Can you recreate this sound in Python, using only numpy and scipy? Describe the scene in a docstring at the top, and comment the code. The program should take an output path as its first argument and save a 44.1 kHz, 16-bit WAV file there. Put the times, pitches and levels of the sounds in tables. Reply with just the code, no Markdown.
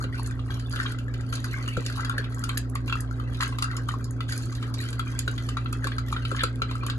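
"""Stirring a glass mug

A steel spoon stirs milk and sugar in a thick glass mug on a stone counter, near a two-port microphone.
Each blow excites modes of glass and steel; the milk damps the glass, so the clinks are short.
Between clinks the spoon grinds sugar along the wall and bubbles ring in the milk.
The kitchen reverberates briefly, and a refrigerator hums behind, over faint room noise."""
import sys
import numpy as np
from scipy import signal
from scipy.fft import rfft, irfft
from scipy.io import wavfile
from scipy.ndimage import uniform_filter1d

SR = 44100
rng = np.random.default_rng(int(sys.argv[2]) if len(sys.argv) > 2 else 0)


def transcribe(signal):
    """Save signal, clipped to [-1, 1], as a 16-bit WAV file at the path in sys.argv[1]."""
    frames = np.atleast_2d(signal).T
    limited = np.clip(frames, -1, 1)
    pcm = np.round(limited * 32767).astype(np.int16)
    wavfile.write(sys.argv[1], SR, pcm)


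N = 307818

# Modes of the milk-damped wall: pitch_ratio, level_db, t60_s
WALL_MODES = [(1.026, 9.5, 0.018), (1.16, -6, 0.031), (0.854, -7, 0.022)]
# Phase lead of the left port over the right: frequency_hz, lead_rad
PORT_LEAD = [(500, -0.5), (1210, 1.3), (3400, 3), (5500, 4.5), (6550, 6.5), (7840, 2.5), (9400, 2.5),
             (10300, 1.27), (12200, -0.3)]
# Level of the left port over the right: frequency_hz, balance_db
PORT_BALANCE = [(250, -1.5), (600, 0), (1150, 5), (1500, 4), (2200, .7), (4500, -1.2), (9000, 0)]


def spoon():
    """Impact excitation: the spoon strikes the wall, and some blows rock the mug on the stone."""
    # Blows on the wall: start_s, level_db, pitch_hz, relative_glass_db, relative_steel_db
    blows = [(0.039, -25.5, 1383, -12.5, -23.5), (0.143, -28.5, 1326, -25, -38),
             (0.195, -27.5, 920, -29, -27), (0.261, -36, 1640, -15, -7.5), (0.309, -30, 1580, -27, -21),
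             (0.392, -33, 1250, -9, -47), (0.504, -28.5, 1570, -11, -26), (0.596, -42, 1480, -1.5, -4),
             (0.736, -24, 1450, -29, -25), (0.759, -27, 1440, -11, -16.5), (0.799, -16.5, 1490, -22, -30),
             (0.86, -25, 1323, -7.5, -36), (0.92, -30, 1380, -15, -30), (0.986, -36.5, 1390, -6.5, -12),
             (1.081, -32.5, 1540, -28, -31), (1.139, -35, 1520, -8.5, -13.5), (1.208, -40, 1550, -9, -8.5),
             (1.326, -23.5, 1330, -12, -21), (1.353, -35, 1270, -12, -2.5),
             (1.442, -24.5, 1446, -15.5, -13.5), (1.541, -25.5, 1497, -39, -48),
             (1.677, -24, 1263, -19.5, -18), (1.768, -21, 1290, -17, -25.5), (1.862, -38, 1480, 4, 3),
             (1.899, -25.5, 1430, -31, -19.5), (1.924, -39.5, 1380, -7, -8), (1.98, -26.5, 1260, -31, -36),
             (1.995, -21, 1260, -28, -35), (2.005, -35.5, 1430, -8, -7), (2.047, -24.5, 1450, -13, -14.5),
             (2.095, -18, 1265, -18, -29.5), (2.18, -17, 1550, -17, -24.5), (2.241, -43, 1270, 5.5, -11),
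             (2.322, -34, 1420, -24, -22), (2.438, -22, 1306, -17, -13), (2.492, -25, 1250, -6, -25),
             (2.572, -23.5, 1580, -7, -10), (2.754, -21, 1140, -15, -26), (2.877, -33.5, 1070, -2.5, -14),
             (2.896, -26, 1320, -8, -22), (2.924, -17.5, 1297, -9, -27), (2.954, -20.5, 1280, -43, -28),
             (3.004, -41, 1580, -29, -6), (3.11, -29, 1320, -41, -27), (3.198, -25.5, 1290, -20, -36),
             (3.345, -45.5, 1290, 1, -3.5), (3.406, -33.5, 1530, 5.5, -4), (3.414, -24, 1360, -24, -17),
             (3.431, -23, 1290, -7.5, -11.5), (3.524, -27, 1103, -15, -44), (3.585, -23.5, 1174, -10, -17),
             (3.623, -16.5, 1190, -11.5, -14), (3.641, -17, 1317, -44, -22), (3.712, -25.5, 1390, -19, -24),
             (3.766, -38, 1350, -2, 0), (3.887, -18, 1225, -16, -32.5), (3.939, -22, 1067, -46, -30.5),
             (4.042, -46.5, 1620, -28, 2.5), (4.205, -24, 1306, -7, -25.5), (4.291, -29, 1660, -16, -19),
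             (4.322, -23, 1544, -14, -12.5), (4.377, -42.5, 1500, -25, 1.5), (4.523, -38, 1130, -6, -11),
             (4.55, -42, 1490, -1.5, -4), (4.626, -29, 1314, -9.5, -18), (4.74, -33.5, 1110, -9, -5.5),
             (4.886, -34.5, 1350, -5.5, -10), (4.928, -31.5, 1570, -10.5, -11),
             (4.994, -17.5, 1324, -16.5, -25), (5.19, -37.5, 1450, 1, 1.5), (5.277, -17, 1383, -16, -25.5),
             (5.378, -29, 1390, -5, -21), (5.488, -27, 1240, -9.5, -12.5), (5.569, -19, 1180, -13, -25.5),
             (5.658, -25, 1250, -16, -50), (5.728, -22.5, 1246, -16, -20.5), (5.842, -20, 1470, -19, -21.5),
             (5.869, -21, 1120, -14, -23), (5.917, -29, 1570, -8, -31), (5.982, -19, 1305, -17, -21),
             (6.126, -18.5, 1140, -16, -26), (6.163, -20.5, 1285, -11, -39),
             (6.25, -26.5, 1340, -4.5, -18.5), (6.314, -19, 1260, -20.5, -25), (6.364, -34, 1600, -3, -9),
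             (6.392, -24.5, 1750, -4, -34), (6.406, -21.5, 1550, -7, -42), (6.435, -12.5, 1337, -12.5, -21),
             (6.618, -15, 1280, -10.5, -28.5), (6.711, -28, 1010, -7, -20.5),
             (6.753, -24.5, 1330, -38, -25), (6.833, -24, 1080, -23, -30), (6.864, -27.5, 1080, -9, -17),
             (6.898, -25.5, 1200, -5, -12.5)]
    # Crisp blows of the spoon's thin edge: start_s, relative_level_db
    edge_blows = [(0.23, -38), (0.272, -34), (0.6958, -40), (0.921, -40), (1.8632, -47), (1.9774, -42),
                  (2.0946, -32), (2.1796, -38), (2.345, -36), (2.3926, -36.5), (2.4905, -31), (2.5752, -17),
                  (2.7516, -35), (3.0054, -27.5), (3.198, -52), (3.477, -37.5), (3.6217, -34.5),
                  (3.886, -31.5), (4.108, -36.5), (4.376, -32), (4.455, -38.5), (4.739, -37), (4.904, -40),
                  (4.9918, -36.5), (5.106, -63), (5.1903, -22.5), (5.7262, -31), (5.8423, -35),
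                  (5.8711, -36), (6.123, -34.5), (6.4332, -25.5), (6.8643, -32)]
    # Spectrum of an edge blow: frequency_hz, gain_db
    edge_spectrum = [(4500, -36.5), (7100, -2), (8800, -9), (11400, -7), (13500, -43)]
    # Blows that rock the mug: start_s, level_db
    knocks = [(0.043, -43), (1.774, -31), (2.188, -42), (5.278, -41.5), (5.85, -41.5), (6.318, -40.5),
              (6.434, -35.5), (6.618, -42)]
    # Modes of the mug on the counter: frequency_hz, level_db, t60_s
    counter_modes = [(140, 19.5, 0.029), (215, 13.5, 0.028), (305, 13, 0.051), (407, 11.5, 0.058),
                     (497, 12.5, 0.043)]
    mix = np.zeros((2, N))
    for start, db, *blow in blows:
        add(mix, start, amp(db) * clink(*blow))
    for start, db in edge_blows:
        _, steel = clack(0.0013, 0.013, spectrum=edge_spectrum, width=0.27)
        add(mix, start, amp(db + 16.5) * steel)
    for start, db in knocks:
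        knock = ring(counter_modes, 0.0011, spread_db=2.0, detune=0.015, spread_rad=0.064)
        add(mix, start, amp(db) * knock)
    return mix


def clink(pitch_hz, glass_db, steel_db):
    """Superposition: one blow sounds a dull wall tone, a dense clack and a few clear modes."""
    # Clear modes of the mug and of the spoon: frequency_hz, level_db, t60_s
    glass_modes = [(1988, -6.5, 0.044), (2380, -6, 0.03), (3010, 3.5, 0.042), (3804, 7.5, 0.027)]
    steel_modes = [(4820, 14, 0.012), (6960, 9, 0.015), (7800, -2, 0.0089)]
    wall = ring(np.array(WALL_MODES) * [pitch_hz, 1, 1], 0.0014,
                spread_db=3.5, detune=0.036, spread_rad=0.78)
    glass = amp(16.5) * clack(0.0022, 0.035)[0]
    steel = amp(16.0) * clack(0.00077, 0.038)[1]
    glass += ring(glass_modes, 0.002, spread_db=7.5, detune=0.0583)
    steel += ring(steel_modes, 0.00071, spread_db=5.0, detune=0.024, spread_rad=0.58)
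    return wall + amp(glass_db) * glass + amp(steel_db) * steel


def ring(modes, rise_s, spread_db=4, detune=0.0215, spread_rad=0.79):
    """Damped free vibration: where a blow lands changes each mode's share, tuning and phase."""
    hz, db, t60_s = np.transpose(modes)[:, :, None]
    share, tuning, side = rng.standard_normal((3, len(hz), 1))
    t = np.arange(SR // 8) / SR
    gain = amp(db + spread_db * share)
    gain *= np.linalg.norm(amp(db)) / np.linalg.norm(gain)  # the blow's energy is only redistributed
    envelope = gain * amp(-60 * t / t60_s) * (1 - np.exp(-t / rise_s)) ** 2
    phase = 2 * np.pi * hz * (1 + detune * tuning) * t
    return at_ports(hz, phase, envelope, spread_rad * side)


def clack(rise_s, t60_s, spectrum=None, width=0.75, ripple_db=3.5, split_hz=3980):
    """Modal overlap: crowded modes merge into dying noise. Returns glass (lows) and steel (highs)."""
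    # Short modes of mug, milk and spoon together: frequency_hz, gain_db
    dense_spectrum = [(1500, -50), (2000, -5.5), (3000, -2), (4400, 4.5), (5600, -6), (7100, -2),
                      (8800, -9), (10000, -6.5), (11600, -8), (12300, -41.5)]
    t, hz = np.arange(SR // 8) / SR, np.fft.rfftfreq(SR // 8, 1 / SR)
    noise = rng.standard_normal((3, len(t))) * amp(-60 * t / t60_s) * (1 - np.exp(-t / rise_s)) ** 2
    burst = (noise[0] + width * noise[1:]) / abs(noise[0]).max()
    # each spot on the wall favours other groups of modes
    ripple = unit_rms(uniform_filter1d(uniform_filter1d(rng.standard_normal(len(hz)), 30), 30))
    sides = np.array([[.5], [-.5]])
    gain_db = curve(spectrum or dense_spectrum, hz) + ripple_db * ripple + sides * curve(PORT_BALANCE, hz)
    shaped = rfft(burst) * amp(gain_db) * np.exp(1j * sides * curve(PORT_LEAD, hz))
    highpass = 1 / (1 + (split_hz / (hz + 1)) ** 8)
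    return irfft(shaped * (1 - highpass), len(t)), irfft(shaped * highpass, len(t))


def stirring():
    """Granular friction: sugar ticks on the wall and grates between steel and glass as the milk gurgles."""
    # Scrapes along the wall: start_s, length_s, tick_db, grit_db, gurgle_db
    scrapes = [(0.0, 0.011, -37, -46.5, -68), (0.125, 0.067, -57, -53, -45), (0.239, 0.02, -57, -56, -47),
               (0.497, 0.064, -52, -51, -51), (0.705, 0.2, -45, -46, -48.5),
               (1.324, 0.049, -49.5, -45.5, -50), (1.445, 0.15, -54, -55.5, -52),
               (1.893, 0.33, -46, -77, -66), (2.303, 0.28, -50.5, -59.5, -68),
               (2.858, 0.15, -47, -57.5, -58), (3.319, 0.13, -53.5, -57, -55),
               (3.403, 0.071, -35, -46.5, -53), (3.61, 0.17, -46.5, -73, -68),
               (3.886, 0.037, -47, -53, -67), (4.281, 0.046, -52, -41, -45), (4.354, 0.1, -85, -52, -65),
               (4.773, 0.081, -47, -45, -46), (5.049, 0.14, -54, -61, -52), (5.823, 0.11, -53, -61, -54),
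               (6.06, 0.27, -56, -53.5, -54.5), (6.346, 0.067, -39.5, -47, -42),
               (6.69, 0.22, -47, -67, -49)]
    # grains and milk keep circling between scrapes; rows are tick, grit, gurgle
    swirl_db, wander_db = [[-52], [-62], [-60]], [[1.5], [6.], [5.]]
    drive = amp(swirl_db) * amp(wander_db * drift(30.0))
    for start, length, *db in scrapes:
        drive += amp(db)[:, None] * stroke(start, length)
    ticks = [ring(np.array(WALL_MODES) * [hz, 1, 1], 0.0022, detune=0.067)
             for hz in np.geomspace(1060, 1660, num=24)]
    clacks = [clack(0.00065, 0.013) for _ in range(30)]
    grains = [part for glass, steel in clacks for part in (amp(0.5) * glass, steel)]
    bubbles = [bubble(hz) for hz in np.geomspace(1700, 4700, num=40)]
    ticking = scatter(ticks, per_s=1500, spread_db=8.5)
    grit = moving_milk(scatter(grains, per_s=2200, spread_db=7.0), depth_db=4.5)
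    gurgle = moving_milk(scatter(bubbles, per_s=1100, spread_db=5.5), depth_db=7.5)
    return drive[0] * ticking + drive[1] * grit + drive[2] * gurgle


def stroke(start_s, length_s, rise_s=0.0018, fall_s=0.021):
    """Envelope of one scrape: linear rise, hold and exponential decay."""
    t = np.arange(N) / SR - start_s
    return np.clip(t / rise_s, 0, 1) * np.exp(-np.maximum(t - length_s, 0) / fall_s)


def bubble(hz):
    """Bubble resonance: an air pocket in the milk swells and dies away, usually rising in pitch."""
    t = np.arange(SR // 20) / SR
    envelope = amp(-60 * t * hz / 55) * (1 - np.exp(-t * hz / 6)) ** 2
    phase = 2 * np.pi * hz * (t + rng.uniform(-0.86, 4.4) * t ** 2)
    return at_ports(hz, phase[None], envelope[None], 0.84 * rng.standard_normal())


def moving_milk(sound, depth_db):
    """Time-varying filtering: the milk opens and closes resonances a few hundred Hz wide for some 40 ms."""
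    spectra = signal.stft(sound, nperseg=512, noverlap=384)[2]
    patches = uniform_filter1d(rng.standard_normal(spectra.shape[1:]), size=4, axis=0)
    patches = unit_rms(uniform_filter1d(patches, size=14, axis=1))
    spectra = spectra * amp(depth_db * patches)
    return unit_rms(signal.istft(spectra, nperseg=512, noverlap=384)[1][:, :N])


def kitchen(sound):
    """Reverberation: sparse reflections of random sign, each band decaying at its own rate."""
    # Reverberation times: frequency_hz, t60_s
    decay_times = [(300, 0.16), (1500, 0.18), (5000, 0.17), (12000, 0.067)]
    reflections = np.zeros((2, SR // 2))
    slots = np.arange(200, SR // 2 - 20, 20)
    delays = slots + rng.integers(0, 20, (2, len(slots)))
    np.put_along_axis(reflections, delays, rng.choice([-1., 1.], delays.shape), 1)
    hz, t, spectra = signal.stft(reflections, SR, nperseg=256)
    decay = amp(-60 * t / curve(decay_times, hz)[:, None])
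    tail = signal.istft(spectra * decay, SR, nperseg=256)[1]
    return signal.fftconvolve(sound, tail / np.linalg.norm(tail[0]), axes=1)[:, :N]


def fridge(swell_period_s=3.1, swell_peak_s=2.92):
    """Forced vibration: compressor tones swell slowly and reach the right port first and louder."""
    # Compressor tones: frequency_hz, level_db, left_lead_rad, swell_db
    tones = [(59.33, -39, -0.15, 2.5), (118.12, -31, -0.29, 0.03), (258.8, -43, -0.27, 0.9)]
    t, sides = np.arange(N) / SR, np.array([[.5], [-.5]])
    swell = np.cos(2 * np.pi * (t - swell_peak_s) / swell_period_s)
    hum = np.zeros((2, N))
    for hz, db, lead, swell_db in tones:
        phase = 2 * np.pi * (hz * t + rng.random()) + 0.23 * drift(1.8) + sides * lead
        hum += np.sqrt(2) * amp(db + swell_db * swell) * np.sin(phase)
    return hum * amp(-sides)


def room_noise(level_db=-39.5):
    """Partial coherence: a flickering noise floor whose lows are nearly alike at both ports."""
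    # Noise spectrum: frequency_hz, relative_density_db
    spectrum = [(15, -42), (58, -3), (122, -6.5), (176, -16), (259, -10), (628, -25.5), (1560, -38),
                (2130, -63), (6860, -53.5), (11200, -101), (12500, -115)]
    # Likeness of the two ports: frequency_hz, correlation
    port_correlation = [(60, .92), (250, .88), (450, .7), (800, .2), (2800, -.5), (12000, -.4)]
    frames, hz = N // 512 + 5, np.fft.rfftfreq(2048, 1 / SR)
    left_re, left_im, other_re, other_im, patches = rng.standard_normal((frames, 1025, 5)).T
    patches = unit_rms(uniform_filter1d(uniform_filter1d(patches, 20, axis=0), 6, axis=1))
    correlation = np.clip(curve(port_correlation, hz), -1, 1)[:, None]
    left = left_re + 1j * left_im
    right = correlation * left + np.sqrt(1 - correlation ** 2) * (other_re + 1j * other_im)
    spectra = np.array([left, right]) * amp(curve(spectrum, hz)[:, None] + 1.5 * patches)
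    return amp(level_db) * unit_rms(signal.istft(spectra, nperseg=2048, noverlap=1536)[1][:, :N])


def at_ports(hz, phase, envelope, extra_lead_rad):
    """Phase and level cues: each tone reaches the two ports with its own lead and balance."""
    lead = curve(PORT_LEAD, hz) + extra_lead_rad
    balance = amp(curve(PORT_BALANCE, hz) / 2)
    left = envelope * balance * np.sin(phase + lead / 2)
    right = envelope / balance * np.sin(phase - lead / 2)
    return np.array([left.sum(0), right.sum(0)])


def scatter(grains, per_s, spread_db):
    """Shot noise: grains sound at random moments, a few of them loudly."""
    sizes = amp(spread_db * np.minimum(rng.exponential(1, N), 4))
    impulses = sizes * (rng.random(N) < per_s / SR)
    which = rng.integers(0, len(grains), N)
    return unit_rms(sum(signal.oaconvolve((impulses * (which == k))[None], grain, axes=1)[:, :N]
                        for k, grain in enumerate(grains)))


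def drift(top_hz):
    """Random modulation: slow sines of random phase, summed to unit rms."""
    t = np.arange(0, N + 256, 256) / SR
    slow = sum(np.sin(2 * np.pi * (hz * t + rng.random())) / np.sqrt(hz)
               for hz in np.geomspace(.3, top_hz, num=24))
    return np.interp(np.arange(N) / SR, t, unit_rms(slow))


def amp(db):
    return 10 ** (np.asarray(db) / 20)


def unit_rms(x):
    return x / np.sqrt(np.mean(x ** 2) + 1e-20)


def curve(points, hz):
    """Interpolation on a logarithmic frequency axis."""
    point_hz, values = np.transpose(points)
    return np.interp(np.log(hz + 1), np.log(point_hz + 1), values)


def add(mix, start_s, sound):
    part = mix[:, round(start_s * SR):][:, :sound.shape[1]]
    part += sound[:, :part.shape[1]]


def scene():
    """Superposition of the mug's direct sound, its reverberation and the background."""
    mug = spoon() + stirring()
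    return mug + amp(-9) * kitchen(mug) + fridge() + room_noise()


def record(dry):
    """Band limiting: a linear-phase low-pass removes the highest treble."""
    cutoff_hz = 13500
    lowpass = signal.firwin(201, cutoff_hz, window=("kaiser", 8), fs=SR)
    return signal.oaconvolve(dry, lowpass[None], "same")


dry = scene()
out = record(dry)
transcribe(out)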